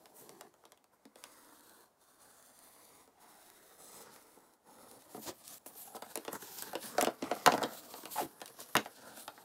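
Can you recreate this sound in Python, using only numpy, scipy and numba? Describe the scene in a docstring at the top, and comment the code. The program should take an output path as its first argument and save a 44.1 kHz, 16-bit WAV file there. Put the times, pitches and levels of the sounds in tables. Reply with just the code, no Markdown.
"""On a workshop bench a knife is drawn in strokes through cardboard along a steel rule, then hands slide,
lift and flex the big sheet. Tearing fibres are grainy noise that rings blade, rule and sheet resonances.
Sliding card is hiss, scrape and sheet rumble in swells. Uncut bridges snap as noise bursts and thump the
sheet; an edge creaks as grit through a gliding resonance. A short room tail and steady shop air surround it."""
import sys
import numpy as np
from scipy import signal
from scipy.fft import rfft, irfft, next_fast_len
from scipy.io import wavfile
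from scipy.ndimage import uniform_filter1d
from numba import njit

SR = 44100
rng = np.random.default_rng(int(sys.argv[2]) if len(sys.argv) > 2 else 0)


def put_to_file(sound):
    """Save the sound as 16-bit audio at rate SR, in the file named by the first command-line argument."""
    columns = np.atleast_2d(sound).T  # one column per channel
    safe = np.clip(columns, -1, 1)
    whole_steps = np.round(safe * 32767)
    wavfile.write(sys.argv[1], SR, whole_steps.astype(np.int16))


N = 416304
TIME = np.arange(N) / SR
STEP = 64  # samples between updates of slow controls
SLOW = TIME[::STEP]

# Knife strokes. Each row: start in s, length in s, initial hiss level in dB, initial sheet rumble level in dB,
# hiss fade over the stroke in dB, rumble centre in Hz, blade ring gain in dB, initial blade whistle in Hz.
KNIFE_STROKES = [(0.0, 0.14, -70, -66, 1, 380, -4, 8700), (0.21, 0.26, -62, -57.5, -8, 305, -1, 9000),
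                 (1.186, 0.65, -63, -64, -2, 780, 1, 8100), (2.016, 0.15, -67.5, -71, -3, 863, 0.5, 8950),
                 (2.204, 0.82, -65.5, -67.5, 0.5, 870, 4.5, 9130),
                 (3.214, 0.54, -62.5, -67, 0, 774, -1.5, 10400),
                 (3.801, 0.22, -59, -61.5, 0, 456, 6.5, 7500),
                 (4.132, 0.41, -59.5, -63.5, -13, 495, -4, 9300),
                 (4.677, 0.3, -65.5, -60.5, 3.5, 289, 1.5, 10500)]
# Sheet, palms and sleeve sliding. Each row: peak in s, rise in s, fall in s, peak hiss level in dB,
# peak sheet rumble level in dB, lower hiss gain in dB (rough card above 0, smooth skin below).
SLIDE_SWELLS = [(0.169, 0.033, 0.11, -56.5, -61.5, -18), (0.945, 0.033, 0.036, -76, -69.5, -20),
                (4.06, 0.21, 0.19, -68, -57, 7), (5.12, 0.035, 0.23, -57, -82, -7),
                (5.236, 0.024, 0.059, -47, -57, 1.5), (5.283, 0.035, 0.041, -45, -41.5, 7),
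                (5.51, 0.087, 0.96, -53, -62, 1.5), (5.676, 0.05, 0.034, -49.5, -70, -10),
                (5.81, 0.12, 0.15, -52.5, -87, -5), (5.959, 0.016, 0.017, -50, -52, 3),
                (6.109, 0.034, 0.029, -56, -55, 4.5), (6.337, 0.034, 0.06, -52, -44, -7),
                (6.435, 0.05, 0.061, -53.5, -52.5, -1.5), (6.57, 0.17, 0.15, -47.5, -59, 0.5),
                (6.69, 0.11, 0.13, -59.5, -52, -1), (6.856, 0.094, 0.13, -46.5, -52.5, 0),
                (7.02, 0.11, 0.092, -50.5, -44.5, -1), (7.25, 0.044, 0.17, -64, -45, 5.5),
                (7.4, 0.1, 0.28, -54, -52.5, 3), (7.56, 0.15, 0.3, -60, -44, -7),
                (7.755, 0.096, 0.1, -50, -70, 1.5), (7.98, 0.31, 0.11, -54, -58, 0),
                (8.16, 0.089, 0.12, -44.5, -76, -3.5), (8.61, 0.048, 0.078, -53.5, -59, 5.5),
                (8.72, 0.12, 0.2, -56.5, -78, -1), (8.96, 0.017, 0.036, -59.5, -74, 7),
                (9.09, 0.18, 0.15, -63.5, -52.5, 4), (9.22, 0.12, 0.068, -53, -80, -1.5)]
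# Small ticks and bumps, during cutting and later handling. Each row: time in s, crack drive before its
# band-pass in dB, thump drive in dB, thump centre in Hz.
SMALL_TICKS = [(0.0573, -45, -56, 1110), (0.293, -38.5, -53, 470), (0.41, -34.5, -47.5, 760),
               (0.54, -55, -59.5, 810), (0.638, -59, -56, 900), (0.6536, -45, -55, 690),
               (0.7206, -44, -55.5, 700), (0.775, -54, -66, 754), (0.842, -52, -63, 805),
               (1.0539, -47.5, -55, 304), (1.1574, -44.5, -55.5, 453), (1.2392, -33, -45, 1370),
               (3.0762, -54.5, -59.5, 460), (4.1614, -48, -49, 1040), (4.373, -70, -57, 334),
               (5.022, -50, -72, 900), (8.404, -43, -54, 900), (8.851, -43, -58, 900)]
# Fibres snap, sheet knocks. Each row: time in s, crack drive before its band-pass in dB, thump drive in dB,
# brighter spit drive before its band-pass and 4 dB lift in dB, thump centre in Hz.
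FIBRE_SNAPS = [(5.1467, -47, -42, -69, 308), (5.1772, -63, -45, -63, 294), (5.661, -43, -49, -46, 468),
               (5.9479, -63, -44, -65.5, 577), (5.9656, -38.5, -45, -43, 573),
               (6.0226, -36, -40.5, -42, 880), (6.1561, -32.5, -38, -25.5, 647),
               (6.1737, -33, -41.5, -29.5, 415), (6.25, -36.5, -46, -43, 696),
               (6.2798, -30.5, -36, -62, 540), (6.3304, -53, -39, -31.5, 550),
               (6.623, -38.5, -40, -26.5, 1120), (6.7321, -40, -37.5, -41, 662),
               (6.7534, -24, -32.5, -40, 443), (6.982, -19.5, -22, -40, 640),
               (7.0111, -16.5, -53, -19.5, 401), (7.0253, -30, -26.5, -25, 463),
               (7.0469, -20, -53, -30, 537), (7.0704, -23, -26, -50, 486), (7.224, -28.5, -35, -61, 302),
               (7.24, -37, -50, -48, 616), (7.3135, -26.5, -27, -69, 510),
               (7.462, -7.5, -16.5, -19.5, 1070), (7.4745, -19, -14.5, -26, 850),
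               (7.5211, -19, -31, -51, 320), (7.538, -26, -29, -45, 470), (7.5789, -31, -28, -39, 850),
               (7.619, -38, -29, -50, 697), (7.6292, -24.5, -32.5, -34, 734),
               (7.6355, -20.5, -30, -56, 306), (7.939, -36, -41, -63, 715),
               (8.0553, -33.5, -42.5, -38.5, 686), (8.4158, -33, -35.5, -42, 990),
               (8.4585, -34, -76, -38.5, 283), (8.4784, -39, -73, -44, 934), (8.6036, -37, -51, -34, 700),
               (8.7531, -23, -13, -26, 1470), (8.7673, -13, -32, -24.5, 320),
               (8.8589, -39, -37.5, -47, 700), (9.2792, -31.5, -37.5, -45, 760),
               (9.3778, -51, -42.5, -67, 1700)]
# An edge creaks over card or bench, one list per creak. Each row: time in s, pitch in Hz, tone level in dB.
EDGE_CREAKS = [
    [(3.15, 800, -78), (3.23, 870, -68), (3.5, 776, -71.5)],
    [(5.24, 575, -78), (5.29, 385, -43), (5.33, 315, -58)],
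    [(8.155, 840, -50), (8.197, 805, -34), (8.212, 428, -38), (8.26, 235, -43)],
]
# Blade modes. Each row: nominal centre in Hz, relative gain in dB.
BLADE_MODES = [(4150, 0), (9900, 4.5)]
# Sheet modes. Each row: nominal centre in Hz, relative drive in dB.
SHEET_MODES = [(130, -3.5), (220, 2.5), (300, 3), (460, 2.5), (650, 2), (800, 2), (960, 1), (1120, 0.5),
               (1340, -1), (1900, -5.5)]
# Spectrum of tearing hiss. Each row: frequency in Hz, relative density in dB per Hz.
CUT_SPECTRUM = [(1060, -6.5), (2200, -12.5), (7270, -8), (9540, -6), (15700, -8)]
# Spectrum of sliding hiss. Each row: frequency in Hz, relative density in dB per Hz.
SLIDE_SPECTRUM = [(2060, -14), (3500, -6.5), (6200, -8), (12500, -1.5), (15700, -4.5)]
# Spectrum of shop air. Each row: frequency in Hz, relative density in dB per Hz.
SHOP_SPECTRUM = [(30, -27.5), (69, -12), (772, -5), (2580, -24.5), (9060, -22.5), (15700, -26)]

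BITE_DB_PER_S, LIFT_DB_PER_S = 458, 302  # hiss slopes as a stroke sets in and lets go
RUMBLE_FADE, RUMBLE_LAG = 0.59, 0.88  # share of the fade and of the slopes that the sheet follows
REST_DB = -79.5  # sheet murmur under resting hands
BLADE_Q, BLADE_DB = 13, -3.5  # blade and rule together, against the cut hiss
BLADE_DRIFT, BLADE_WANDER_DB = 0.045, 6  # scale of the slow walks of pitch (as a share) and gain
WHISTLE_DB, WHISTLE_OCT_PER_S = 4, 0.15  # the whistle climbs along a stroke
RULE_HZ, RULE_Q, RULE_DB = np.geomspace(3600, 14000, num=13), 28, 2  # close narrow modes of the steel rule
SHEET_Q = 6.6
HANDLING_S = 4.99  # handling starts
GAP_S, GAP_DB = (5.582, 5.66), -22  # abrupt near-silent gap: sliding sound breaks off and restarts
SWELL_DB = 22  # drop from the peak after one rise or fall time
BED_HISS_DB, BED_RUMBLE_DB = -64, -62.5  # faint bed under the slides
SHAKE_DB, SHAKE_T60_S = -11, 0.13  # rumble left by a knock, against its thump drive
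CRACKLE_PER_S, CRACKLE_DB, RATTLE_DB, FLEX_DB = 60, -11.5, -3, -18  # against scrape, sheet drive and rumble
ROOM_T60_S, ROOM_DB, ROOM_HZ = 0.15, -11, 5450
SHOP_DB = -72.5
TOP_HZ = 16400


def knife():
    """The edge tears fibres: broad hiss, drifting blade and rule resonances and a rumble through the sheet."""
    hiss_db, rumble_db, centre_hz, ring_db, whistle_hz = stroke_levels()
    tear = fibres(2.84, 1.7, 60)
    ringing = 0
    for hz, db in [*BLADE_MODES, (whistle_hz, WHISTLE_DB)]:
        gain = held(db + BLADE_WANDER_DB * walk(4.01))
        ringing = ringing + gain * ring(tear, hz * (1 + BLADE_DRIFT * walk(2.53)), BLADE_Q, STEP)
    for hz in RULE_HZ:
        gain = held(RULE_DB + BLADE_WANDER_DB * walk(6))
        ringing = ringing + gain * ring(tear, hz * (1 + BLADE_DRIFT * walk(3)), RULE_Q, STEP)
    hiss = colour(tear, CUT_SPECTRUM) + held(BLADE_DB + ring_db) * unit(ringing)
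    body = sheet(fibres(2.6, 1.4, 40), centre_hz, slope_db=1.2, wander_db=2.0)
    return held(hiss_db) * unit(hiss) + held(rumble_db) * unit(body)


def stroke_levels():
    """Bite, fading hold and lift of every stroke: hiss dB, rumble dB, rumble centre Hz, ring dB, whistle Hz."""
    columns = np.transpose(KNIFE_STROKES)[:, :, None]
    start_s, length_s, hiss_db, rumble_db, fade_db, centre_hz, ring_db, whistle_hz = columns
    since_s = SLOW - start_s
    bite_db = BITE_DB_PER_S * np.minimum(since_s, 0)
    lift_db = LIFT_DB_PER_S * np.maximum(since_s - length_s, 0)
    edges_db = bite_db - lift_db
    faded_db = fade_db * np.clip(since_s / length_s, 0, 1)
    hiss = hiss_db + faded_db + edges_db
    rumble = rumble_db + RUMBLE_FADE * faded_db + RUMBLE_LAG * edges_db
    resting = np.where(SLOW < HANDLING_S, REST_DB, -200)
    now = np.argmax(hiss, axis=0)  # loudest stroke sets pitch and ring
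    climb = 2 ** (WHISTLE_OCT_PER_S * np.clip(since_s, 0, length_s))
    whistle = np.choose(now, whistle_hz * climb)
    return summed(hiss), summed([*rumble, resting]), centre_hz[now, 0], ring_db[now, 0], whistle


def fibres(spread_db, flicker_db, rate_hz):
    """Dense tearing grains of very unequal size whose strength flickers."""
    grains = rng.standard_normal(N) * undb(spread_db * rng.exponential(size=N))
    return grains * held(flicker_db * walk(rate_hz))


def sheet(drive, centre_hz, slope_db, wander_db):
    """The sheet's modes: those near the centre ring most, each coupled more or less as the contact moves."""
    out = 0
    for hz, db in SHEET_MODES:
        near_db = -slope_db * np.log2(hz / centre_hz) ** 2
        push = drive * held(db + near_db + wander_db * walk(5.5))
        # neighbouring modes move in opposite senses
        out = -out + ring(push, hz * (1 + 0.085 * walk(3)), SHEET_Q, STEP)
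    return band(band(out, 70, 5600), 60, 12000)


def slides():
    """Card on card and skin on card: airy hiss, sheet rumble, and a scrape that needs both speed and pressure."""
    hiss, rumble, lower = map(held, slide_levels())
    rub = fibres(2.4, 2.2, 70)
    airy = colour(rub, SLIDE_SPECTRUM)
    # rough patches fill the lower hiss in and out
    airy = airy + (lower * held(0.44 * walk(16)) - 1) * band(airy, 1900, 7700)
    # hollows under the hands colour the hiss in shifting patches
    patches = 0
    for hz in (5200, 8000, 12000):
        patches = patches + held(4 * walk(18)) * ring(airy, hz * 2 ** (0.3 * walk(10)), 5, STEP)
    airy = unit(airy + patches)
    snags = crackle()  # heard as clicks and as small rattles of the sheet
    rasp = held(-14 + 3 * walk(30)) * unit(band(rub, 1700, 8600))
    clicks = undb(CRACKLE_DB) * unit(band(snags, 1700, 13000))
    scrape = np.sqrt(hiss * rumble) * (rasp + clicks)
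    drive = unit(fibres(2.0, 2.56, 45)) + undb(RATTLE_DB) * snags
    body = sheet(drive, 600 * 2 ** (0.076 * walk(8.9)), slope_db=0.63, wander_db=3.0)
    # the whole sheet bends and pushes air
    flex = undb(FLEX_DB) * unit(band(rng.standard_normal(N), 90, 228))
    return hiss * airy + scrape + rumble * (unit(body) + flex)


def slide_levels():
    """Rounded swells over a faint bed; each knock leaves the sheet shaking: hiss, rumble and lower hiss dB."""
    peak_s, rise_s, fall_s, hiss_db, rumble_db, lower_db = np.transpose(SLIDE_SWELLS)[:, :, None]
    gap_start_s, gap_end_s = GAP_S
    swell_db = -SWELL_DB * ((SLOW - peak_s) / np.where(SLOW < peak_s, rise_s, fall_s)) ** 2
    # swells that peak before the gap do not return after it
    swell_db = np.where((peak_s < gap_start_s) & (SLOW > gap_end_s), -200, swell_db)
    bed_db = np.where(SLOW > HANDLING_S, 0, -200)
    knock_s, thump_db = np.transpose(FIBRE_SNAPS)[[0, 2], :, None]
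    shake_db = thump_db + SHAKE_DB - 60 * (SLOW - knock_s) / SHAKE_T60_S
    shake_db = np.where(SLOW > knock_s, shake_db, -200)
    dip_db = np.where((SLOW > gap_start_s) & (SLOW < gap_end_s), GAP_DB, 0)
    hiss = summed([*(hiss_db + swell_db), BED_HISS_DB + bed_db]) + dip_db
    rumble = summed([*(rumble_db + swell_db), *shake_db, BED_RUMBLE_DB + bed_db]) + dip_db
    # louder slides weigh more
    weights = undb(np.maximum(hiss_db + swell_db, -200))
    lower = np.average(lower_db + 0 * swell_db, axis=0, weights=weights)
    return hiss, rumble, lower


def crackle():
    """Small random fibre snaps of unequal size."""
    when, size = rng.random((int(N / SR * CRACKLE_PER_S), 2)).T
    return unit(bursts(when * TIME[-1], -3.5 * np.log(size + 1e-9), t60_s=0.047))


def snaps():
    """A short crack, a brighter spit and a push that sets the sheet ringing."""
    time_s, crack_db, thump_db, spit_db, centre_hz = np.transpose(FIBRE_SNAPS)
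    crack = band(bursts(time_s, crack_db, t60_s=0.014), 1300, 5450)
    # brief, so its front stands above its mean level
    spit = undb(4) * band(bursts(time_s, spit_db, t60_s=0.0091), 6900, 13700)
    return crack + spit + thumps(time_s, thump_db, centre_hz)


def thumps(times_s, db, centre_hz):
    """A blow and a crumpling after it go into the sheet; narrow low modes need a stronger push."""
    latest = np.clip(np.searchsorted(times_s, SLOW + STEP / SR) - 1, 0, None)
    push_db = db + 20 * np.log10(SR / centre_hz)
    drive = kicks(times_s, push_db + 0.5) + bursts(times_s, push_db - 27.5, t60_s=0.07)
    return sheet(drive, centre_hz[latest], slope_db=4.9, wander_db=0.96)


def ticks():
    """Small broad clicks of band-passed noise with a faint thump."""
    time_s, crack_db, thump_db, centre_hz = np.transpose(SMALL_TICKS)
    crack = band(bursts(time_s, crack_db, t60_s=0.0088), 870, 11400)
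    return crack + thumps(time_s, thump_db, centre_hz)


def creaks():
    """Gritty stick-slip into a gliding resonance, with grit spilling upwards."""
    out = 0
    for rows in EDGE_CREAKS:
        grit = fibres(0.86, 3, 150)
        tone = unit(ring(grit, along(rows, column=1, outside=580), 4.6, STEP))
        level = held(along(rows, column=2, outside=-200))
        spill = undb(-17.0) * unit(band(grit, 210, 11500))
        out = out + level * (tone + spill)
    return out


def room(x):
    """Bench and nearby walls answer with a short dull tail of decaying noise."""
    t = TIME[:SR // 2]
    tail = band(rng.standard_normal(len(t)), 120, ROOM_HZ) * 1000 ** (-t / ROOM_T60_S)
    tail = tail * (t > 0.003)
    return x + undb(ROOM_DB) * signal.fftconvolve(x, tail / np.linalg.norm(tail))[:N]


def shop_air():
    """The shop's steady air: coloured noise whose level wanders slightly."""
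    return held(SHOP_DB + 2.7 * walk(9)) * colour(rng.standard_normal(N), SHOP_SPECTRUM)


def undb(db):
    """Gain of a level in dB."""
    return 10 ** (np.asarray(db) / 20)


def unit(x):
    """Scale to rms 1."""
    return x / np.sqrt(np.mean(x ** 2))


@njit
def ring(x, hz, q, step):
    """One resonance whose centre moves every step samples, gain 1 at the centre."""
    y = np.empty(len(x))
    band_state, low_state, g, damping = 0., 0., 0., 1 / q
    for i in range(len(x)):
        if i % step == 0:
            g = np.tan(np.pi * hz[i // step] / SR)
        v = (band_state + g * (x[i] - low_state)) / (1 + g * (g + damping))
        band_state = 2 * v - band_state
        low_state = low_state + 2 * g * v
        y[i] = damping * v
    return y


def band(x, lo_hz, hi_hz):
    """Band-pass."""
    sos = signal.butter(2, [lo_hz, min(hi_hz, SR / 2.2)], "band", fs=SR, output="sos")
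    return signal.sosfilt(sos, x)


def colour(x, points):
    """Shape a long noise by (Hz, dB) points to rms 1; nothing audible passes above the last."""
    hz, db = np.transpose(points)
    size = next_fast_len(N)
    f = np.fft.rfftfreq(size, 1 / SR) + 1  # keeps the log finite
    gain = undb(np.interp(np.log(f), np.log(hz), db, right=-200))
    return unit(irfft(rfft(x, size) * gain, size)[:N])


def walk(rate_hz):
    """Slow control: random levels held for 1 / rate and slewed twice."""
    k = max(int(SR / STEP / rate_hz), 1)
    levels = rng.standard_normal(len(SLOW))[np.arange(len(SLOW)) // k]
    return uniform_filter1d(uniform_filter1d(levels, k), k)


def held(db):
    """Gain at every sample from a slow control in dB."""
    return np.repeat(undb(db), STEP)[:N]


def along(rows, column, outside):
    """One column of a table as a slow control."""
    rows = np.array(rows)
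    return np.interp(SLOW, rows[:, 0], rows[:, column], left=outside, right=outside)


def summed(db_rows):
    """Level of overlapping sounds by power sum, dB."""
    return 10 * np.log10(np.sum(10 ** (np.asarray(db_rows) / 10), axis=0) + 1e-20)


def kicks(times_s, db):
    """Single-sample blows over a negligible floor."""
    out = np.full(N, 1e-12)
    np.add.at(out, (times_s * SR).astype(int), undb(db))
    return out


def bursts(times_s, db, t60_s):
    """Noise bursts with a sharp front of envelope level db, falling 60 dB over t60_s."""
    envelope = signal.lfilter([1], [1, -1000 ** (-1 / (t60_s * SR))], kicks(times_s, db))
    return envelope * rng.standard_normal(N)


def scene():
    """Knife and slides, with snaps, ticks and creaks in the room, over the shop's steady air."""
    return (knife() + slides() + room(snaps() + ticks() + creaks()) + shop_air())[None]


def record(dry):
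    """The microphone chain cuts the top with a steep low-pass."""
    return signal.sosfilt(signal.ellip(8, 0.2, 70, TOP_HZ, fs=SR, output="sos"), dry)


dry = scene()
out = record(dry)
put_to_file(out)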